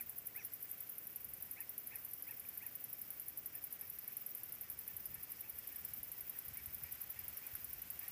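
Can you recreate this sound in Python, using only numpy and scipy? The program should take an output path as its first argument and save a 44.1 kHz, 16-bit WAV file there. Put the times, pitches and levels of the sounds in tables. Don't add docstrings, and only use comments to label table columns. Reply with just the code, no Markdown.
import sys
import numpy as np
from scipy import signal
from scipy.fft import rfft, irfft
from scipy.io import wavfile
from scipy.ndimage import uniform_filter1d

SR = 44100
rng = np.random.default_rng(int(sys.argv[2]) if len(sys.argv) > 2 else 0)


def decibels_to_gain(level_db):
    exponent = np.asarray(level_db, float) / 20
    return 10 ** exponent


def put_to_file(sound):
    columns = np.atleast_2d(sound).T
    safe = np.clip(columns, -1, 1)
    whole_steps = np.round(safe * 32767)
    wavfile.write(sys.argv[1], SR, whole_steps.astype(np.int16))


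N = 357651
T = np.arange(N) / SR

# t/ms, level/dB
SLOW_STROKE = [(2, -2), (5, -1), (11, -1), (18, -3), (25, -25)]
# t/s, leaf hiss/dB (only its changes count), distant ground crickets/dB
BREEZE = [(0.0, -67, -79), (2.64, -65.5, -76.5), (3.16, -66.5, -75), (8.11, -62, -74)]
UNEVEN_DB = 1.9


def level(x, db):
    return x * decibels_to_gain(db) / np.sqrt(np.mean(x ** 2))


def ring(x, hz, width):
    b, a = signal.iirpeak(hz, hz / width, fs=SR)
    once = signal.lfilter(b, a, x)
    return signal.lfilter(b, a, once)


def coloured(points):
    hz, db = np.transpose(points)
    bins = np.arange(1, N // 2 + 2) * SR / N
    colour = decibels_to_gain(np.interp(np.log(bins), np.log(hz), db))
    return irfft(rfft(rng.standard_normal(N)) * colour, N)


def walk(rate):
    k = int(SR / rate)
    smooth = uniform_filter1d(rng.standard_normal(N), k)
    return level(uniform_filter1d(smooth, k), 0)


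def foliage(x, t60, db):
    s = np.arange(int(t60 * SR)) / SR
    tail = rng.standard_normal(len(s)) * np.exp(-np.log(1000) * s / t60)
    tail = tail / np.sqrt(np.sum(tail ** 2))
    return decibels_to_gain(db) * signal.fftconvolve(x, tail)[:N]


def add(track, s, size):
    i = np.round(np.ravel(s) * SR).astype(int)
    inside = (i >= 0) & (i < N)
    np.add.at(track, i[inside], np.ravel(size)[inside])


def paced(rows):
    s, done = np.transpose(rows)
    return np.interp(np.arange(done[-1] + 1), done, s)


def uneven(s, db, spread_db):
    return db + spread_db * rng.standard_normal(len(s))


def scrape(s, db, stroke, gap_ms, jitter, scatter_db, count):
    chance = rng.standard_normal((len(s), 2 * count))
    gap_chance, size_chance = chance[:, :count], chance[:, count:]
    ms, shape_db = np.transpose(stroke)
    gaps = gap_ms * np.exp(jitter * gap_chance)
    late = ms[0] + np.cumsum(gaps, axis=1) - gap_ms
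    swell_db = np.interp(late, ms, shape_db, right=-90)
    teeth = np.zeros(N)
    add(teeth, s[:, None] + late / 1000, decibels_to_gain(db[:, None] + swell_db + scatter_db * size_chance))
    return teeth


def wing(teeth, modes):
    def voice(x):
        return sum((-1) ** k * decibels_to_gain(db) * ring(x, hz, width) for k, (hz, width, db) in enumerate(modes))
    return voice(teeth) / np.abs(voice(signal.unit_impulse(400))).max()


def near_singer():
    # t/s, peak level of the first slip/dB
    strokes = [(.008, -27), (0.0947, -27), (0.1815, -30), (0.2688, -27), (0.3596, -33), (0.4484, -26),
               (0.5352, -29), (0.6255, -30.5), (0.7123, -28), (0.8041, -31), (0.8944, -30), (0.9812, -30),
               (1.0695, -28.5), (1.1588, -26.5), (1.2446, -28.5), (1.3349, -31), (1.4222, -33),
               (1.511, -28), (1.6043, -26), (1.6926, -29), (1.7789, -26), (1.8711, -29), (1.956, -27),
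               (2.0472, -32), (2.1331, -29), (2.2228, -27.5), (2.3087, -30), (2.396, -29.5), (2.4872, -30),
               (2.574, -30), (2.6638, -28.5), (2.7521, -31), (2.8399, -27.5), (2.9282, -32),
               (3.0145, -28.5), (3.1038, -27.5), (3.1966, -29), (3.2819, -27.5), (3.3732, -29.5),
               (3.4585, -29), (3.5518, -31), (3.6396, -27), (3.7254, -26.5), (3.8102, -30), (3.8975, -32),
               (3.9863, -31), (4.0766, -30), (4.1669, -28), (4.2617, -32), (4.348, -32), (4.4328, -31),
               (4.5216, -30), (4.6099, -28.5), (4.6992, -28), (4.789, -28), (4.8768, -29), (4.9651, -29),
               (5.0554, -26.5), (5.1427, -32), (5.2315, -31), (5.3173, -32), (5.4071, -29), (5.4959, -31),
               (5.5857, -30), (5.672, -32), (5.7588, -29.5), (5.8481, -31), (5.9349, -29), (6.0297, -31),
               (6.116, -30.5), (6.2063, -31), (6.2951, -29), (6.3869, -28.5), (6.4812, -32), (6.5705, -30),
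               (6.6583, -28), (6.7446, -30), (6.8344, -32), (6.9222, -27), (7.014, -31), (7.1008, -35),
               (7.1896, -32), (7.2804, -27.5), (7.3711, -29), (7.4659, -29), (7.5517, -27), (7.644, -28.5),
               (7.7298, -32), (7.8171, -33), (7.9014, -26), (7.9902, -35), (8.0795, -30)]
    # f/Hz, width/Hz, level/dB
    slip_wing = [(10570, 1200, -7), (11630, 1570, 1.5), (13030, 1650, -5.5), (14350, 3800, -8)]
    # f/Hz, width/Hz, level/dB
    teeth_wing = [(10550, 2270, -13.5), (11900, 1760, -3), (12720, 1700, -0.5), (15060, 1770, -6.5)]
    # t/ms, level/dB
    stroke_shape = [(1.5, 4.5), (5, -1.5), (7.5, -7.5), (11, -13.5), (18, -20)]
    s, slip_db = np.transpose(strokes)
    s = s + 0.00077
    slip = np.zeros(N)
    add(slip, s, decibels_to_gain(slip_db))
    teeth_db = uneven(s, -33.5, 0.67)
    teeth = scrape(s, teeth_db, stroke_shape, gap_ms=1.3, jitter=0.15, scatter_db=1.35, count=20)
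    rasp = wing(teeth, teeth_wing)
    direct = wing(slip, slip_wing) + rasp
    leaf = foliage(rasp, t60=0.022, db=-5.5)
    return direct + leaf + foliage(ring(direct, hz=13900, width=8200), t60=0.16, db=-9.0)


def second_singer():
    # t/s, strokes made so far
    progress = [(.012, 0), (.257, 3), (1.035, 12), (2.022, 24), (2.966, 35), (3.372, 40), (3.541, 42),
                (3.949, 47), (4.121, 49), (4.369, 52), (5.223, 62), (5.473, 65), (6.122, 73), (6.291, 75),
                (6.531, 78), (6.941, 83), (7.196, 86), (8.028, 96)]
    # f/Hz, width/Hz, level/dB
    modes = [(10550, 2100, -8.5), (11630, 3300, -13), (12570, 1100, 3.5)]
    s = paced(progress)
    stroke_db = uneven(s, -43, UNEVEN_DB)
    teeth = scrape(s, stroke_db, SLOW_STROKE, gap_ms=2.4, jitter=0.1, scatter_db=2.5, count=16)
    direct = wing(teeth, modes)
    return direct + foliage(direct, t60=0.042, db=-11.0)


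def high_singers():
    # first stroke t/s, last stroke t/s, strokes
    run_rows = [(.06, .253, 3), (.365, 1.093, 9), (1.2, 1.401, 3), (1.517, 1.788, 4), (1.89, 2.363, 6),
                (2.474, 2.677, 3), (2.801, 3.257, 6), (3.379, 3.466, 2), (3.569, 4.485, 11),
                (4.616, 4.994, 5), (5.105, 5.576, 6), (5.685, 6.07, 5), (6.177, 7.092, 11),
                (7.236, 7.78, 7), (7.93, 8.023, 2)]
    # t/s, strokes made so far
    faint = [(.017, 0), (2.337, 23), (2.72, 27), (4.322, 43), (5.742, 57), (6.929, 69), (7.341, 73),
             (8.1, 81)]
    # f/Hz, width/Hz, level/dB
    modes = [(12900, 1400, -23), (15190, 1000, -12)]
    # t/ms, level/dB
    stroke_shape = [(1, 1), (3, 0), (7, 3.5), (14, 0.5), (21, -8), (25, -17)]
    runs = np.concatenate([np.linspace(first, last, round(strokes)) for first, last, strokes in run_rows])
    teeth = np.zeros(N)
    for s, db in ((runs, -42.5), (paced(faint), -49)):
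        stroke_db = uneven(s, db, UNEVEN_DB)
        teeth += scrape(s, stroke_db, stroke_shape, gap_ms=2.3, jitter=0.15, scatter_db=1.5, count=14)
    direct = wing(teeth, modes)
    return direct + foliage(direct, t60=0.086, db=-6)


def far_chorus(count=9):
    # f/Hz, width/Hz, level/dB
    modes = [(11550, 3200, -10.5), (12070, 1800, -5.5), (14500, 1040, -0.5)]
    teeth = np.zeros(N)
    for pace, start, softness in rng.random((count, 3)):
        gaps = (.082 + .016 * pace) * (1 + 0.033 * rng.standard_normal(110))
        s = start / 10 - .1 + np.cumsum(gaps)
        stroke_db = np.full(len(s), -5.0 * softness)
        teeth += scrape(s, stroke_db, SLOW_STROKE, gap_ms=1.6, jitter=.3, scatter_db=-3.5, count=18)
    direct = wing(teeth, modes)
    return level(direct + foliage(direct, t60=0.57, db=-7.0), -57.5)


def bird():
    # middle t/s, length/s, top pitch f/Hz, level before the throat/dB, half-pitch overtones/dB
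    calls = [(-.01, .075, 920, -51, -35), (0.39, 0.084, 895, -52, -26), (1.603, 0.086, 951, -54, -13),
             (1.942, 0.068, 946, -54, -7), (2.303, 0.073, 945, -54.5, -20), (2.646, 0.085, 956, -56, -20),
             (3.566, 0.073, 906, -61, -14), (3.842, 0.068, 925, -62.5, -3), (4.088, 0.093, 904, -66.5, 0),
             (4.382, .07, 910, -79, -13), (4.66, 0.078, 932, -65, -4), (4.912, 0.078, 903, -62.5, -6),
             (5.175, 0.082, 910, -64.5, -2), (5.464, .07, 883, -61, -16), (5.739, .07, 915, -62, -14),
             (6.363, 0.046, 940, -59.5, -10), (6.584, .07, 914, -62, 4), (6.868, .07, 953, -60.5, 2.5),
             (7.183, 0.055, 936, -60, -1), (7.453, .085, 824, -59, -20), (7.768, .07, 900, -68, -2),
             (8.046, 0.075, 938, -60, -2)]
    # f/Hz, level/dB
    throat = [(600, -24.5), (950, -14), (1400, -23), (1700, -10.5), (1880, -2.5), (2050, -5.5),
              (2300, -2.5), (2600, -1), (2750, -15), (3000, -22), (3800, -30)]
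    perches = [(.13, 0.011, 0.0296), (.28, 0.1316, 0.00042)]
    flies_off_s = 3.1
    rise_slope, fall_slope, bend = 0.3036, .45, 0.694
    hz, db = np.transpose(throat)
    direct, scattered = np.zeros(N), np.zeros(N)
    for top_s, length, top_hz, call_db, half_db in calls:
        far, hold, tip = perches[int(top_s > flies_off_s)]
        far = np.clip(far, 0, 1)
        on = np.abs(T - top_s) < length / 2
        u = (T[on] - top_s) / length
        away = np.maximum(np.abs(u) - hold, 0)
        slope = np.where(u < 0, rise_slope, fall_slope)
        arch = 1 - slope * away - bend * away ** 2 - tip * (1 - np.exp(-away / 0.081))
        pitch = top_hz * uniform_filter1d(arch, size=200, mode="nearest")
        swell = np.cos(np.pi * u) ** 0.28 * decibels_to_gain(-6.0 * u)
        turns = np.cumsum(pitch) / SR
        colour_db = db - far * 46.0 * np.clip(hz / 1000 - 2.35, 0, 1)

        def partial(k):
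            return decibels_to_gain(np.interp(k * pitch, hz, colour_db)) * np.sin(2 * np.pi * k * turns)

        voice = sum(partial(k) + decibels_to_gain(half_db) * partial(k + .5) for k in range(1, 4))
        call = decibels_to_gain(call_db) * swell * voice
        direct[on] += np.sqrt(1 - far) * call
        scattered[on] += np.sqrt(far) * call
    return direct + foliage(scattered, t60=0.077, db=0)


def chirp(s, hz, db, count, gap=.0098, length=0.0066, fall=0.11):
    u = np.arange(int(length * SR)) / (length * SR)
    turns = np.cumsum(hz * (1 + fall * (.5 - u))) / SR
    pulse = np.sin(np.pi * u) * np.sin(2 * np.pi * turns)
    pulse_db = db + 1.8 * rng.standard_normal((np.size(s), count))
    starts = np.zeros(N)
    add(starts, np.add.outer(s, gap * np.arange(count)), decibels_to_gain(pulse_db))
    return signal.oaconvolve(starts, pulse)[:N]


def ground_crickets():
    # t/s, pitch f/Hz, level/dB, pulses
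    chirps = [(0.396, 5750, -59, 4), (.441, 5650, -63, 2), (7.348, 5550, -57, 4), (.105, 7750, -68, 2),
              (.213, 7750, -66, 2), (.5, 7700, -68, 2), (.69, 7800, -64, 2), (.8, 7650, -67, 2),
              (1.68, 5600, -65, 3), (2.105, 5850, -66, 2), (2.13, 5700, -70, 4), (2.235, 4950, -65, 3),
              (2.319, 5530, -68, 3), (5.05, 5040, -63, 3)]
    near = sum(chirp(s, hz, db, round(pulses)) for s, hz, db, pulses in chirps)
    crowd = np.zeros(N)
    for hz in (4950, 5126, 5350, 5750):
        crowd += chirp(rng.uniform(-.2, N / SR, size=500), hz, 0, count=3, length=.004)
    s, _, crowd_db = np.transpose(BREEZE)
    crowd = level(crowd, 0) * decibels_to_gain(np.interp(T, s, crowd_db))
    return near + foliage(near, t60=.06, db=-10) + crowd


def background():
    # f/Hz, level/dB per Hz
    air_colour = [(60, -15), (100, 1), (160, -3), (250, -4.5), (570, -8), (1050, -11), (1500, -8.5),
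                  (2200, -7.5), (2700, -9.5), (3300, -13.5), (4100, -16), (6800, -15.5), (9000, -15.5),
                  (11700, -21)]
    s, leaf_db, _ = np.transpose(BREEZE)
    air = level(coloured(air_colour), -63)
    leaves = signal.sosfilt(signal.butter(2, 600, "high", fs=SR, output="sos"), air)
    swell = decibels_to_gain(np.interp(T, s, leaf_db - np.mean(leaf_db)) + .5 * walk(8.2))
    return air + (swell - 1) * leaves


def knocks(rows):
    out = np.zeros(N)
    for s, db, hz, width in rows:
        click = np.zeros(N)
        add(click, s, 1.)
        knock = ring(click, hz, width)
        out += decibels_to_gain(db) * knock / np.abs(knock).max()
    return out


def wind():
    # f/Hz, level/dB per Hz
    wind_colour = [(12, -55), (24, -25), (46, -5), (75, 1), (97, -4.5), (150, -7.5), (221, -12.5),
                   (300, -27.5), (390, -41), (660, -120)]
    # t/s, level/dB
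    gusts = [(0.0, -77.5), (3.86, -73.5), (4.38, -81), (4.83, -71), (5.64, -70.5), (6.37, -68.5),
             (8.11, -72)]
    # t/s, peak level/dB, f/Hz
    puffs = [(4.767, -63, 67.3), (4.94, -55.5, 94.2), (5.533, -58.5, 72.7), (5.839, -58, 122),
             (6.479, -55, 83.4), (6.518, -53.5, 80.7), (6.671, -52, 76.5), (6.819, -58, 129),
             (6.838, -57, 75.4), (7.16, -59, 93), (7.53, -54, 85)]
    flutter = level(coloured(wind_colour) * decibels_to_gain(3.4 * walk(7.9)), 0)
    flutter = flutter * decibels_to_gain(np.interp(T, *np.transpose(gusts)))
    return flutter + knocks([(s, db, hz, 0.52 * hz) for s, db, hz in puffs])


def twigs():
    # t/s, peak level/dB, ring f/Hz, width/Hz
    ticks = [(2.451, -52, 2440, 300), (7.553, -47, 1460, 500)]
    return knocks(ticks)


def scene():
    insects = near_singer() + second_singer() + high_singers() + far_chorus()
    animals = insects + bird() + ground_crickets()
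    return (animals + background() + wind() + twigs())[None]


def low_pass(x):
    return signal.sosfilt(signal.butter(12, 16800, fs=SR, output="sos"), x)


def record(dry):
    cut = signal.sosfilt(signal.ellip(10, .2, 45, 15490, fs=SR, output="sos"), dry)
    return low_pass(cut)


dry = scene()
out = record(dry)
put_to_file(out)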